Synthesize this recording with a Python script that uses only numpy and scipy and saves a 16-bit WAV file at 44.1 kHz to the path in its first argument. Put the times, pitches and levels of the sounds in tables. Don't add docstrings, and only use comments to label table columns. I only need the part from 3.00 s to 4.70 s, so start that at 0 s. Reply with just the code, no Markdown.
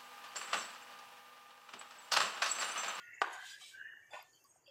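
import sys
import numpy as np
from scipy import signal
from scipy.fft import rfft, irfft, next_fast_len
from scipy.io import wavfile
from scipy.ndimage import uniform_filter1d, map_coordinates

SR = 44100
rng = np.random.default_rng(int(sys.argv[2]) if len(sys.argv) > 2 else 0)


def gain_from_db(level_db):
    decades = np.asarray(level_db, float) / 20
    return 10 ** decades


def master(y):
    cut = np.clip(np.atleast_2d(y).T, -1, 1)
    pcm = np.round(cut * 32767)
    wavfile.write(sys.argv[1], SR, pcm.astype(np.int16))


N = 74970
TIME = np.arange(N) / SR


def unit(x):
    return x / np.sqrt(np.mean(np.abs(x) ** 2) + 1e-20)


def curves(rows, fade_s=0.024):
    s, db, *cols = np.transpose(rows)
    outside_s = np.maximum(s[0] - TIME, TIME - s[-1])
    fade = np.clip(1 - outside_s / fade_s, 0, 1)
    gain = gain_from_db(np.interp(TIME, s, db)) * fade
    return [gain] + [np.interp(TIME, s, c) for c in cols]


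def wobble(rate):
    knots = rng.standard_normal(int(N * rate / SR) + 4)
    return map_coordinates(knots, [TIME * rate])


def coloured(x, points):
    m = next_fast_len(N + 8192)
    f, db = np.transpose(points)
    hz = np.fft.rfftfreq(m, 1 / SR)
    gain = gain_from_db(np.interp(np.log(hz + 1), np.log(f), db, -120, -120))
    return unit(irfft(rfft(x, m) * gain, m)[:N])


def patchy(depth_db, bins, frames):
    z = signal.stft(rng.standard_normal(N), nperseg=512)[2]
    field = uniform_filter1d(rng.standard_normal(z.shape), bins, 0)
    field = uniform_filter1d(field, frames, 1)
    return signal.istft(z * gain_from_db(depth_db * unit(field)), nperseg=512)[1][:N]


def slips(rate, spread_db):
    u, size = rng.random(N), rng.exponential(size=N)
    happens = u < rate / SR
    sign = np.sign(u * SR / rate - .5)
    return happens * sign * gain_from_db(spread_db * np.minimum(size, 4) + 0.5 * wobble(60.97))


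def ring(x, hz, width_hz):
    turn = np.exp(2j * np.pi * np.cumsum(hz + np.zeros(len(x))) / SR)
    pole = np.exp(-np.pi * 1.9 * abs(width_hz) / SR)
    low = signal.lfilter([1], np.poly([pole] * 4), x / turn)
    return unit((low * turn).real)


def stroke(gain, drift_hz, modes, spread_db):
    x = slips(1800, spread_db)
    return gain * unit(sum(gain_from_db(db) * ring(x, hz + share * drift_hz, w) for hz, w, db, share in modes))


def air():
    # (frequency [Hz], level [dB per Hz])
    hum_spectrum = [(25, -27), (60, -15.5), (110, 2.5), (160, -4), (200, -10.5), (330, -1.5), (1500, -7),
                    (3300, -19)]
    # (frequency [Hz], level [dB per Hz])
    fizz_spectrum = [(2600, -11.5), (4000, -16.5), (6600, 4.5), (8000, -7.5), (10000, -11.5), (12000, -10),
                     (15500, -10)]
    # (time [s], level [dB])
    duck = [(0, -1), (.2, 0.5), (.8, 1.5), (.9, -2.5), (1.08, 0), (1.4, 1), (1.45, 1.5), (1.7, -4.5)]
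    hum_db, fizz_db, streak_db = -77.5, -75, 4.5
    hum = coloured(patchy(depth_db=2.5, bins=2, frames=10), hum_spectrum)
    fizz = coloured(patchy(streak_db, bins=1, frames=40), fizz_spectrum)
    return gain_from_db(hum_db) * hum + gain_from_db(fizz_db) * curves(duck)[0] * fizz


def ticks():
    # (time [s], peak level [dB], frequency [Hz])
    snaps = [
        (1.227, -43.5, 12700),
        (1.355, -58.5, 13300),
        (1.361, -67, 13330),
        (1.442, -51, 14500),
        (1.4425, -62, 6000),
        (.105, -64, 13500),
        (1.675, -62, 11500),
        (1.522, -60, 7000),
        (1.54, -63, 6700),
        (1.68, -54, 3230),
    ]
    cycles = 2.2
    out = np.zeros(N)
    for s, db, hz in snaps:
        t = TIME - s
        out += gain_from_db(db) * np.exp(-(t * hz / cycles) ** 2) * np.sin(2 * np.pi * hz * t)
    return out


def grazes():
    # (time [s], length [s], frequency [Hz], level [dB])
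    touches = [(0, 0.015, 1170, -72.5), (0, 0.045, 3140, -76), (0.14, 0.14, 6800, -71.5),
               (0.332, 0.014, 6790, -55), (0.327, 0.021, 8200, -63.5), (0.328, 0.01, 10900, -64.5),
               (0.465, 0.083, 3370, -62), (0.5, 0.05, 4820, -61), (0.469, 0.065, 7000, -61),
               (0.83, 0.06, 2500, -72), (0.608, 0.044, 1200, -80), (0.625, 0.025, 3800, -63),
               (0.617, 0.1, 8080, -65), (0.632, 0.13, 2326, -67.5), (1.115, 0.038, 10600, -79.5),
               (1.109, 0.055, 7210, -68), (1.111, 0.11, 4800, -70.5), (1.115, 0.041, 3520, -68),
               (1.445, 0.18, 6650, -76.5), (1.284, 0.09, 6690, -72.5), (1.335, 0.07, 4670, -76),
               (1.335, 0.049, 3200, -76.5), (1.445, 0.12, 8330, -78), (1.446, 0.02, 4900, -74),
               (1.448, 0.019, 1131, -80), (1.685, 0.02, 5100, -73), (1.645, .06, 4630, -73.5),
               (1.669, 0.019, 2710, -64), (1.665, .035, 3250, -68), (1.671, 0.033, 560, -66)]
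    edge_s, width_over_centre = 0.0089, 0.054
    out = np.zeros(N)
    for s, length, hz, db in touches:
        shape = np.clip(np.minimum(TIME - s, (s + length - TIME) / 4) / edge_s + 1, 0, 1) ** 2
        on = shape > 0
        level_db = db + 2.72 * wobble(45.11)[on] - 1.5 * (TIME[on] - s) / length
        centre_hz = hz * (1 + 0.016 * wobble(23.02)[on])
        touch = ring(slips(2200, spread_db=2)[on], centre_hz, width_over_centre * hz)
        out[on] += gain_from_db(level_db) * shape[on] * touch
    return out


def catches():
    # (time [s], peak level [dB], frequency [Hz])
    snags = [(.1047, -48, 1957), (0.111, -45.5, 1890), (.1326, -47, 2140), (.147, -49, 1996),
             (.424, -47, 1570), (.444, -47, 1690), (.462, -49, 1650), (.524, -52, 3450), (.524, -56, 4700),
             (0.613, -52, 3130), (.638, -49, 3440), (0.796, -45, 1690), (0.8133, -45.5, 1568),
             (.852, -47, 1740), (.873, -49, 1820), (.8855, -47.5, 1790), (.899, -48, 1746),
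             (0.9223, -47, 1750), (0.9347, -47.5, 1570), (0.9699, -50, 1773), (1.134, -42.5, 2567),
             (1.142, -40, 628), (1.164, -44, 1007), (1.172, -43.5, 1010), (1.19, -48.5, 790),
             (1.21, -54, 2190), (1.332, -62, 4615), (1.446, -62, 4670), (1.559, -62, 735),
             (.612, -59, 1200), (.632, -60, 1200), (.39, -47, 1600), (.384, -50, 1500), (.668, -58, 3400),
             (1.108, -60, 700), (1.346, -67, 3100)]
    rise_s = .0013
    out = np.zeros(N)
    for s, db, hz in snags:
        after = np.maximum(TIME - s, 0) / rise_s / 2
        swell = (after * np.exp(1 - after)) ** 2
        out += gain_from_db(db) * swell * np.sin(2 * np.pi * hz * (TIME - s))
    return out


def squeals():
    # (time [s], length [s], frequency [Hz], level [dB])
    tones = [(.005, .085, 1435, -61), (0.034, .06, 1870, -63), (.742, .095, 1560, -56.5),
             (1.03, .065, 2290, -74), (1.12, 0.029, 860, -60), (1.135, 0.028, 1469, -57.5),
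             (1.25, .085, 1790, -73), (1.402, 0.022, 2700, -76.5), (.62, .012, 750, -71),
             (.465, 0.034, 3430, -62), (0.652, .012, 2290, -63), (.716, .012, 1550, -66),
             (.105, .05, 1430, -69), (.305, .045, 745, -55), (1.452, .015, 1120, -71),
             (1.02, .07, 1800, -66), (.615, .03, 2290, -68), (1.115, .035, 3520, -66),
             (.43, .015, 740, -64)]
    edge_s, sag_db, shake_db = .012, 3.5, 3
    out = np.zeros(N)
    for s, length, hz, db in tones:
        shape = np.clip(np.minimum(TIME - s, (s + length - TIME) / 2) / edge_s + 1, 0, 1) ** 2
        level_db = db + shake_db * wobble(70) - sag_db * np.clip((TIME - s) / length, 0, 2)
        phase = 2 * np.pi * np.cumsum(hz * (1 + .006 * wobble(59.8))) / SR
        out += shape * gain_from_db(level_db + 3) * np.sin(phase)
    return out


def grit():
    # (time [s], level [dB])
    grinding = [(0, -74.5), (.1, -87.5), (.21, -102), (.225, -63.5), (.3, -68.5), (.335, -60), (.39, -66.5),
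                (.46, -57), (.52, -57.5), (.575, -68), (.605, -61.5), (.635, -59), (.72, -62.5), (.76, -70),
                (.86, -89), (1.1, -119), (1.14, -63), (1.3, -84)]
    # (frequency [Hz], width [Hz], level [dB])
    spoon_modes = [(3108, 92, 3), (3900, 200, -8.5), (4705, 230, -9), (6790, 340, -2.5)]
    # (frequency [Hz], level [dB per Hz])
    hiss_spectrum = [(1500, -25), (2400, -8), (3500, -5), (6000, -11), (8500, -13.5), (9500, -21),
                     (15500, -25.5)]
    hiss_db, grains_per_s = 6, 5900
    x = slips(grains_per_s, spread_db=2.5)
    swell_db = 3 * np.array([wobble(16) for _ in spoon_modes])
    rings = unit(sum(gain_from_db(db + s) * ring(x, hz, w) for (hz, w, db), s in zip(spoon_modes, swell_db)))
    return curves(grinding)[0] * gain_from_db(-4.0) * (rings + gain_from_db(hiss_db) * coloured(x, hiss_spectrum))


def bump():
    # (time [s], level [dB])
    landing = [
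        (1.108, -71.5),
        (1.13, -57),
        (1.136, -48.5),
        (1.146, -48),
        (1.17, -53),
        (1.21, -57),
        (1.27, -71.5),
        (1.31, -89),
    ]
    # (frequency [Hz], width [Hz], level [dB], share of the tuning rise [0-1])
    land_modes = [(562, 86, -6, 0.48), (858, 280, 0.5, 0.64), (1464, 64, -8.5, 0), (1790, 56, -3, 0.013),
                  (2090, 370, -7.5, 0), (2585, 300, -3.5, 0.026), (3480, 61, -10, 0.23),
                  (6740, 520, -15, 0.93)]
    rise_hz_per_s = 2700
    gain = curves(landing)[0] * gain_from_db(1.4 * wobble(120))
    return stroke(gain, rise_hz_per_s * (TIME - 1.15), land_modes, spread_db=2.5)


def bowl(s):
    # (frequency [Hz], level [dB], time to fall 60 dB [s])
    bowl_modes = [(461, 5.5, 0.014), (698.4, -9.5, .09), (799, 3.5, .035), (928, 6, 0.019),
                  (1013, -10, .067), (1170, 10.5, 0.027), (1501, 6.5, .033), (1668, 6, .016),
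                  (1867, 3.1, .021), (2254, 2.5, 0.014), (2437, -12.5, 0.034), (2702, -5.5, .035),
                  (2913, -4.5, .02), (3400, -9, .012)]
    t = np.maximum(TIME - s, 0)
    onset = 1 - np.exp(-t / 0.00035)
    return sum(gain_from_db(db - 60 * t / t60) * np.sin(2 * np.pi * hz * t) for hz, db, t60 in bowl_modes) * onset


def knock_rumble():
    # (time [s], level [dB])
    rumble_level = [
        (.234, -46.5),
        (.243, -47.5),
        (.3, -50),
        (.34, -51.5),
        (.39, -58.5),
        (.48, -69),
        (.53, -73),
    ]
    # (frequency [Hz], level [dB per Hz])
    thud_spectrum = [(200, -80.5), (320, -7), (550, -15), (780, -2), (1150, -2), (1330, -11.5),
                     (1500, -5.5), (4000, -23.5), (6000, -43)]
    low_edge_hz, edge_rise_hz_per_s = 298, 3500
    hz, when, z = signal.stft(coloured(slips(2500, spread_db=1), thud_spectrum), SR, nperseg=512)
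    edge = low_edge_hz + edge_rise_hz_per_s * np.maximum(when - .3, 0)
    keep = 1 / np.sqrt(1 + (edge / (hz[:, None] + 1)) ** 8)
    rumble = signal.istft(z * keep, SR, nperseg=512)[1][:N]
    return gain_from_db(3.5) * curves(rumble_level)[0] * rumble


def knock():
    # (frequency [Hz], level [dB])
    crack_spectrum = [(1000, -8), (3000, -1), (8000, -14), (10500, -28), (15500, -41)]
    knock_s, knock_db = .21702, -27.5
    rebound_s, rebound_db = .241, -15
    crack_db, crack_t60_s = -36.5, 0.042
    t = np.maximum(TIME - knock_s, 0)
    modes = bowl(knock_s) + gain_from_db(rebound_db) * bowl(rebound_s)
    blow = signal.sosfilt(signal.butter(4, 410, 'high', fs=SR, output='sos'), modes)
    crack = coloured(rng.standard_normal(N), crack_spectrum) * gain_from_db(crack_db - 60 * t / crack_t60_s) * (t > 0)
    return -gain_from_db(knock_db) * blow + crack + knock_rumble()


def drags():
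    # (time [s], level [dB], tuning of the contact [Hz])
    first_pass = [
        (0, -57, 2030),
        (.05, -62, 1954),
        (.098, -59.5, 1880),
        (.132, -57.5, 2030),
        (.2, -56, 2004),
    ]
    second_pass = [
        (.24, -47.5, 1520),
        (.3, -55.5, 1537),
        (.34, -52, 1570),
        (.38, -56.5, 1570),
        (.43, -51.5, 1637),
        (.51, -56.5, 1620),
        (.58, -61.5, 1710),
        (.64, -71, 1761),
    ]
    third_pass = [
        (.715, -77, 1570),
        (.745, -63.5, 1510),
        (.78, -55.5, 1544),
        (.814, -52.5, 1545),
        (.845, -55, 1690),
        (.894, -53.5, 1673),
        (1.012, -62.5, 1700),
        (1.1, -72, 1850),
    ]
    # (frequency [Hz], width [Hz], level [dB], share of the tuning drift [0-1])
    first_sings = [(1880, 220, -1.5, 0.4), (2140, 47, -8, 0.6), (2294, 41, -18, 0), (2677, 150, -8, 0)]
    second_sings = [(1590, 120, 0, 1.01), (2000, 120, -9, 0)]
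    third_sings = [(1570, 58, -6, 0.31), (1738, 178, 2.5, 0.78), (2854, 140, -9, 0.053)]
    out = np.zeros(N)
    for rows, modes in ((first_pass, first_sings), (second_pass, second_sings), (third_pass, third_sings)):
        gain, hz = curves(rows)
        drift_hz = hz - np.mean([r[-1] for r in rows])
        out += stroke(gain, drift_hz, modes, spread_db=0.5)
    return out


def scene():
    background = air() + ticks()
    touches = grazes() + catches() + squeals()
    return (background + touches + grit() + bump() + knock() + drags())[None]


def suppress(x):
    gate_from_hz, gate_over, gate_floor_db = 3700, 0.53, -3
    smear_db, top_hz = 4, 15600
    hz, _, z = signal.stft(x, SR, nperseg=512, noverlap=384)
    treble = hz[:, None] > gate_from_hz
    power = uniform_filter1d(np.abs(z) ** 2, size=15, axis=-1) + 1e-20
    quiet = uniform_filter1d(np.percentile(power, 25, axis=-1), size=25, axis=-1)[..., None]
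    gain = np.clip(1 - gate_over * quiet / power * treble, gain_from_db(gate_floor_db), 1)
    streaks = uniform_filter1d(rng.standard_normal(z.shape), size=50, axis=-1)
    gain = gain * gain_from_db((smear_db * unit(streaks) - 1) * treble)
    return signal.istft(z * gain * (hz[:, None] < top_hz), SR, nperseg=512, noverlap=384)[1][..., :N]


def low_pass(x):
    return signal.sosfilt(signal.butter(12, 16100, fs=SR, output="sos"), x)


def record(dry):
    mix = suppress(dry)
    return low_pass(mix)


dry = scene()
out = record(dry)
master(out)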